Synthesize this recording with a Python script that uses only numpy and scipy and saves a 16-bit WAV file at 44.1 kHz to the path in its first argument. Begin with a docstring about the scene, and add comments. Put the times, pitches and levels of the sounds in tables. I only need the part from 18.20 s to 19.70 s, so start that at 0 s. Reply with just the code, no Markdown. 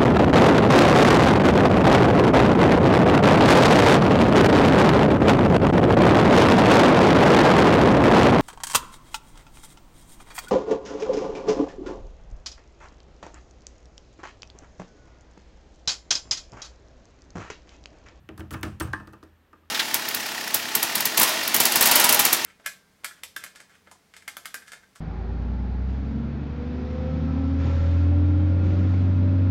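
"""In a small, quiet room, a steel blade is pushed down into a lock clamped on a workbench, close by.
It scrapes and snaps past the wafers, the lock's little spring-loaded plates. The snaps knock the
lock's mount and the pushes thump the bench. The blade seats with a ringing clank, then settles
with a few faint ticks."""
import sys
import numpy as np
from scipy import signal
from scipy.fft import rfft, irfft
from scipy.io import wavfile

SR = 44100
rng = np.random.default_rng(int(sys.argv[2]) if len(sys.argv) > 2 else 0)


def to_wav(s):
    """Save 16-bit WAV."""
    ch = np.atleast_2d(s).T  # columns
    pcm = np.round(np.clip(ch, -1, 1) * 32767)  # PCM
    wavfile.write(sys.argv[1], SR, pcm.astype(np.int16))


N = 66150  # 1.5 seconds
CONTACT_S, HIGHEST_HZ, FLUTTER_HZ = 0.0004, 16000, 126


def gain(db):
    """Turns decibels into a multiplier."""
    return 10 ** (np.asarray(db) / 20)


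def fade(t, fade_s, db=0):
    """Starts at db and falls 60 decibels every fade_s seconds."""
    return gain(db - 60 * t / fade_s)


def unit_level(x):
    """Scales a sound to an average (rms) level of 1."""
    return x / np.sqrt(np.mean(x ** 2) + 1e-20)


def add(mix, start_s, sound):
    """Mixes a sound in at its start time."""
    part = mix[round(start_s * SR):][:len(sound)]
    part += sound[:len(part)]


def band(x, low_hz, high_hz, order=3):
    """Keeps the sound between two pitches."""
    return signal.sosfilt(signal.butter(order, [low_hz, high_hz], "band", fs=SR, output="sos"), x)


def ring(notes, t, flutter=0, scatter=0):
    """A struck part's fading notes; flutter is loose-part chatter, scatter starts them out of step."""
    hz, db, fade_s = np.transpose(notes)[:, :, None]
    phase = 2 * np.pi * scatter * rng.random(hz.shape)
    noise = rng.standard_normal((2, len(hz), len(t)))
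    waver = unit_level(band(noise, FLUTTER_HZ / 10, FLUTTER_HZ, order=2))
    chatter = 1 + flutter * (waver[0] + 1j * waver[1])
    tones = (chatter * np.exp(1j * (2 * np.pi * hz * t + phase))).imag
    return (fade(t, fade_s, db) * tones).sum(0) * (1 - np.exp(-t / CONTACT_S))


# The room's noise from bass to treble: pitch_hz, relative_db
ROOM_NOISE = [(20, -24), (45, -8), (108, -15.5), (242, -16), (317, -16), (659, -25.5), (1520, -26),
              (1790, -24), (2050, -30), (2910, -32), (5280, -42), (11000, -48), (16000, -47.5)]

def background(hum_hz=82.6, hiss_hz=12040, hiss_width_hz=280):
    """Soft room noise with a wavering low hum and a thin high hiss."""
    hz, db = np.transpose(ROOM_NOISE)
    shape = gain(np.interp(np.log(np.fft.rfftfreq(N, 1 / SR) + 1), np.log(hz), db))
    air = irfft(rfft(rng.standard_normal(N)) * shape, N)
    hum = band(rng.standard_normal(2 * N), hum_hz * 0.96, hum_hz * 1.04, order=2)[N:]
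    hiss = band(rng.standard_normal(N), hiss_hz - hiss_width_hz / 2, hiss_hz + hiss_width_hz / 2, 1)
    return gain(-63) * unit_level(air) + gain(-65.5) * unit_level(hum) + gain(-84.5) * unit_level(hiss)


# Pushes that reach the bench: start_s, level_db
PUSHES = [(0.005, -50.5), (0.104, -43), (0.188, -35.5), (0.318, -32.5), (0.435, -32.5), (0.475, -44.5),
          (0.611, -28.5), (0.651, -35.5), (0.875, -50.5), (1.031, -57)]
# The bench top's low notes: pitch_hz, relative_db, fade_s
BENCH_NOTES = [(50.4, -17, 1), (72.8, -1, 0.25), (82.96, 0, 0.54), (101.7, -3.5, .45), (125.4, -5, 0.5),
               (206, -9.5, 0.48)]

def bench_thumps():
    """Each push sets the bench top swaying, and the room booms after it."""
    out, t = np.zeros(N), np.arange(SR) / SR
    sway = sum(fade(t, fade_s, db) * np.sin(2 * np.pi * hz * t) for hz, db, fade_s in BENCH_NOTES)
    rise = 1 - np.exp(-t / 0.0059)
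    for start_s, db in PUSHES:
        rumble = unit_level(band(rng.standard_normal(len(t)), low_hz=71.4, high_hz=194))
        boom = rumble * fade(t, fade_s=0.68, db=-9)
        add(out, start_s, gain(db) * (sway + boom) * rise)
    return out


# The blade rubs along the key slot: start_s, length_s, level_db
SCRAPES = [(0.175, 0.032, -57.5), (0.306, 0.038, -51.5), (0.598, 0.0082, -37), (0.926, 0.016, -68)]

def blade_scrapes(slips_per_s=900, rub_share=0.015):
    """Tiny uneven slips over a soft rub, each with a short ring and a room echo."""
    out, t = np.zeros(N), np.arange(SR // 10) / SR
    one_slip = rng.standard_normal(len(t)) * (fade(t, fade_s=0.005) + fade(t, fade_s=0.093, db=-18))
    for start_s, length_s, db in SCRAPES:
        count = round(length_s * SR)
        friction = rng.standard_normal(N) * (rub_share + (rng.random(N) < slips_per_s / SR))
        scrape = band(signal.fftconvolve(friction[:count], one_slip), 2940, HIGHEST_HZ, order=1)
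        add(out, start_s, gain(db) * scrape / np.std(scrape[:count]))
    return out


# A wafer spring's notes: pitch_hz, relative_db, fade_s
SPRING_NOTES = [(8600, -2, 0.1), (8500, -0.5, 0.093), (8800, -5, .05), (13560, -1, 0.093),
                (13630, -12, 0.076)]

def spring_ping():
    """A freed spring shivers with one high ping."""
    out, t = np.zeros(N), np.arange(SR // 2) / SR
    add(out, start_s=0.619, sound=gain(-43) * ring(SPRING_NOTES, t, flutter=0.87, scatter=0.66))
    return out


# Wafers landing: start_s, level_db
WAFER_DROPS = [(0.3438, -35), (0.6092, -32.5), (0.9324, -42.5), (1.3317, -48.5), (1.434, -59)]
# A wafer's notes: pitch_hz, relative_db, fade_s
WAFER_NOTES = [(864, -11, 0.12), (1206, 0.5, 0.073), (1360, -28, 0.017), (2680, -16.5, 0.062)]

def wafer_tocks():
    """Each wafer drops onto its stop with a hollow tock."""
    out, t = np.zeros(N), np.arange(SR // 2) / SR
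    for start_s, db in WAFER_DROPS:
        add(out, start_s, gain(db) * ring(WAFER_NOTES, t, flutter=0.17))
    return out


# The steel tool's notes: pitch_hz, relative_db, fade_s
BLADE_NOTES = [(202.3, -16.5, 0.63), (302, -7.5, 0.24), (880, -12.5, 0.21), (1068, -6.5, 0.29),
               (1172, -4.5, 0.14), (1258, -18, 0.13), (1586, -8.5, 0.22), (1614, 0.5, 0.11),
               (1680, -3, 0.19), (1771, -7, 0.35), (1870, -11, .15), (8450, -33, .35), (8800, -31, 0.31),
               (9050, -39, 0.31)]

def seating_clank():
    """The blade hits the lock's housing and rings; the hand damps its first loud swing."""
    out, t = np.zeros(N), np.arange(SR // 2) / SR
    clank = gain(-33) * ring(BLADE_NOTES, t, flutter=0.24, scatter=1)
    first_swing = fade(t, fade_s=0.081, db=5.5)
    add(out, start_s=0.7348, sound=clank * (1 + first_swing))
    return out


# The blade meets a wafer: start_s, knock_db, clank_db, crack_db, snap_db, tick_db, sharpness
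SNAPS = [(0.0894, -40.5, -49, -42.5, -57, -61, 22), (0.177, -50.5, -49, -56, -53, -59, 4.6),
         (0.194, -42, -48.5, -56, -59, -55.5, 6.2), (0.2065, -43.5, -49, -45.5, -58, -67, 20),
         (0.3074, -49, -44.5, -47.5, -49, -50, 18), (0.3103, -59, -62, -56, -60, -43, 3),
         (0.3142, -45, -44.5, -52, -66, -52, 6.5), (0.3275, -43, -52, -60, -54, -46, 3.7),
         (0.335, -70, -38.5, -66, -48.5, -48, 4.1), (0.3389, -39.5, -43.5, -42.5, -55, -44, 14),
         (0.3428, -50, -39, -41.5, -50, -58, 5.4), (0.4114, -50, -72, -77, -74, -50.5, 14),
         (0.4299, -52, -39.5, -37, -40, -37.5, 3.9), (0.4316, -33.5, -33.5, -31, -42, -40.5, 15.2),
         (0.4496, -37, -72, -45, -49.5, -62, 4.1), (0.599, -40, -43.5, -44.5, -42, -52, 2),
         (0.6033, -36.5, -41, -38, -38.5, -34.5, 1.5), (0.609, -34.5, -31, -39, -57, -58, 3.8),
         (0.6726, -67, -45.5, -58, -70, -57, 3), (0.7318, -43, -36, -42.5, -44, -49.5, 4.5),
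         (0.799, -48, -45, -63, -65, -66, 3.1), (0.873, -50, -50, -59.5, -56, -59.5, 9.2),
         (0.9327, -51, -49.5, -62, -61.5, -62, 2), (1.028, -47.5, -52.5, -65, -58, -70, 10),
         (1.035, -86, -63, -64, -61.5, -61, 5), (1.3293, -57, -53.5, -66, -70.5, -70, 2.9)]
# Where those five levels sit, from low knock to high tick: pitch_hz
SNAP_PITCHES = [400, 1250, 2700, 4600, 11000]
# The metal's dense ringing, band by band: top_hz, relative_db, fade_s, echo_db, echo_fade_s
METAL_BANDS = [(445, -3, 0.11, -7.5, 0.31), (892, -4.5, 0.032, -6.5, 0.35), (1480, 0.5, 0.034, -8.5, 0.29),
               (1870, 1.5, 0.029, -13, 0.29), (3170, 1.5, 0.024, -13, 0.31), (6100, 2, 0.024, -15.5, 0.33),
               (9720, -1, 0.019, -14.5, 0.3), (17000, -2, 0.019, -17, 0.26)]
# The lock body's notes: pitch_hz, relative_db, fade_s
LOCK_NOTES = [(1079, -18, 0.29), (1202, 4, 0.081), (1247, -3, 0.21), (1282, -27, 0.057), (1360, -6.5, 0.18),
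              (1601, -5, 0.21), (1742, -5.5, .15), (2567, -12, 0.23)]
# The mount's notes: pitch_hz, relative_db, fade_s
MOUNT_NOTES = [(204.86, -8, 0.45), (297.2, -1.5, 0.17), (318.3, 5, 0.17), (349, -8.5, 0.21),
               (620.3, -8.5, .15)]

def wafer_snaps(rise_cycles=1.73, sharp_above_hz=2190):
    """Each snap is a sharp click and a burst of ringing with a room echo; lock and mount ring on."""
    out, t = np.zeros(N), np.arange(SR // 2) / SR
    snap_db, sharpness = np.array(SNAPS)[:, 1:-1], np.array(SNAPS)[:, -1]
    snaps = np.zeros((len(SNAPS), len(t)))
    low_hz = 206
    for top_hz, db, fade_s, echo_db, echo_fade_s in METAL_BANDS:
        rise = 1 - np.exp(-t * top_hz / rise_cycles)  # low notes build up more slowly
        loudness = (fade(t, fade_s) + fade(t, echo_fade_s, echo_db)) * rise
        burst = rng.standard_normal(snaps.shape) * loudness
        burst[:, round(CONTACT_S * SR)] += sharpness * min(1, top_hz / sharp_above_hz)  # the click
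        burst = band(burst, low_hz, top_hz)
        burst *= np.linalg.norm(loudness) / np.linalg.norm(burst, axis=1, keepdims=True)
        log_middle = np.log(low_hz * top_hz) / 2
        levels_db = [np.interp(log_middle, np.log(SNAP_PITCHES), row) for row in snap_db]
        snaps += gain(levels_db)[:, None] * gain(db) * burst
        low_hz = top_hz
    mount_rise = 1 - np.exp(-t / 0.006)
    for (start_s, knock_db, clank_db, *_), snap in zip(SNAPS, snaps):
        lock = gain(clank_db - 6.5) * ring(LOCK_NOTES, t, flutter=0.27, scatter=0.85)
        mount = gain(knock_db + 1.5) * ring(MOUNT_NOTES, t, flutter=0.1) * mount_rise
        add(out, start_s, snap + lock + mount)
    return out


def scene():
    """The lock, the bench and the room together in one channel."""
    metal = wafer_snaps() + wafer_tocks() + spring_ping() + seating_clank() + blade_scrapes()
    return (metal + bench_thumps() + background())[None]


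def record(dry, low_cut_hz=49.6):
    """The microphone loses the deepest bass, and the highest treble is cut off."""
    thinned = signal.sosfilt(signal.butter(3, low_cut_hz, "high", fs=SR, output="sos"), dry)
    treble_cut = signal.firwin(255, HIGHEST_HZ, window=("kaiser", 8), fs=SR)
    return signal.oaconvolve(thinned, treble_cut[None], "same")


dry = scene()
out = record(dry)
to_wav(out)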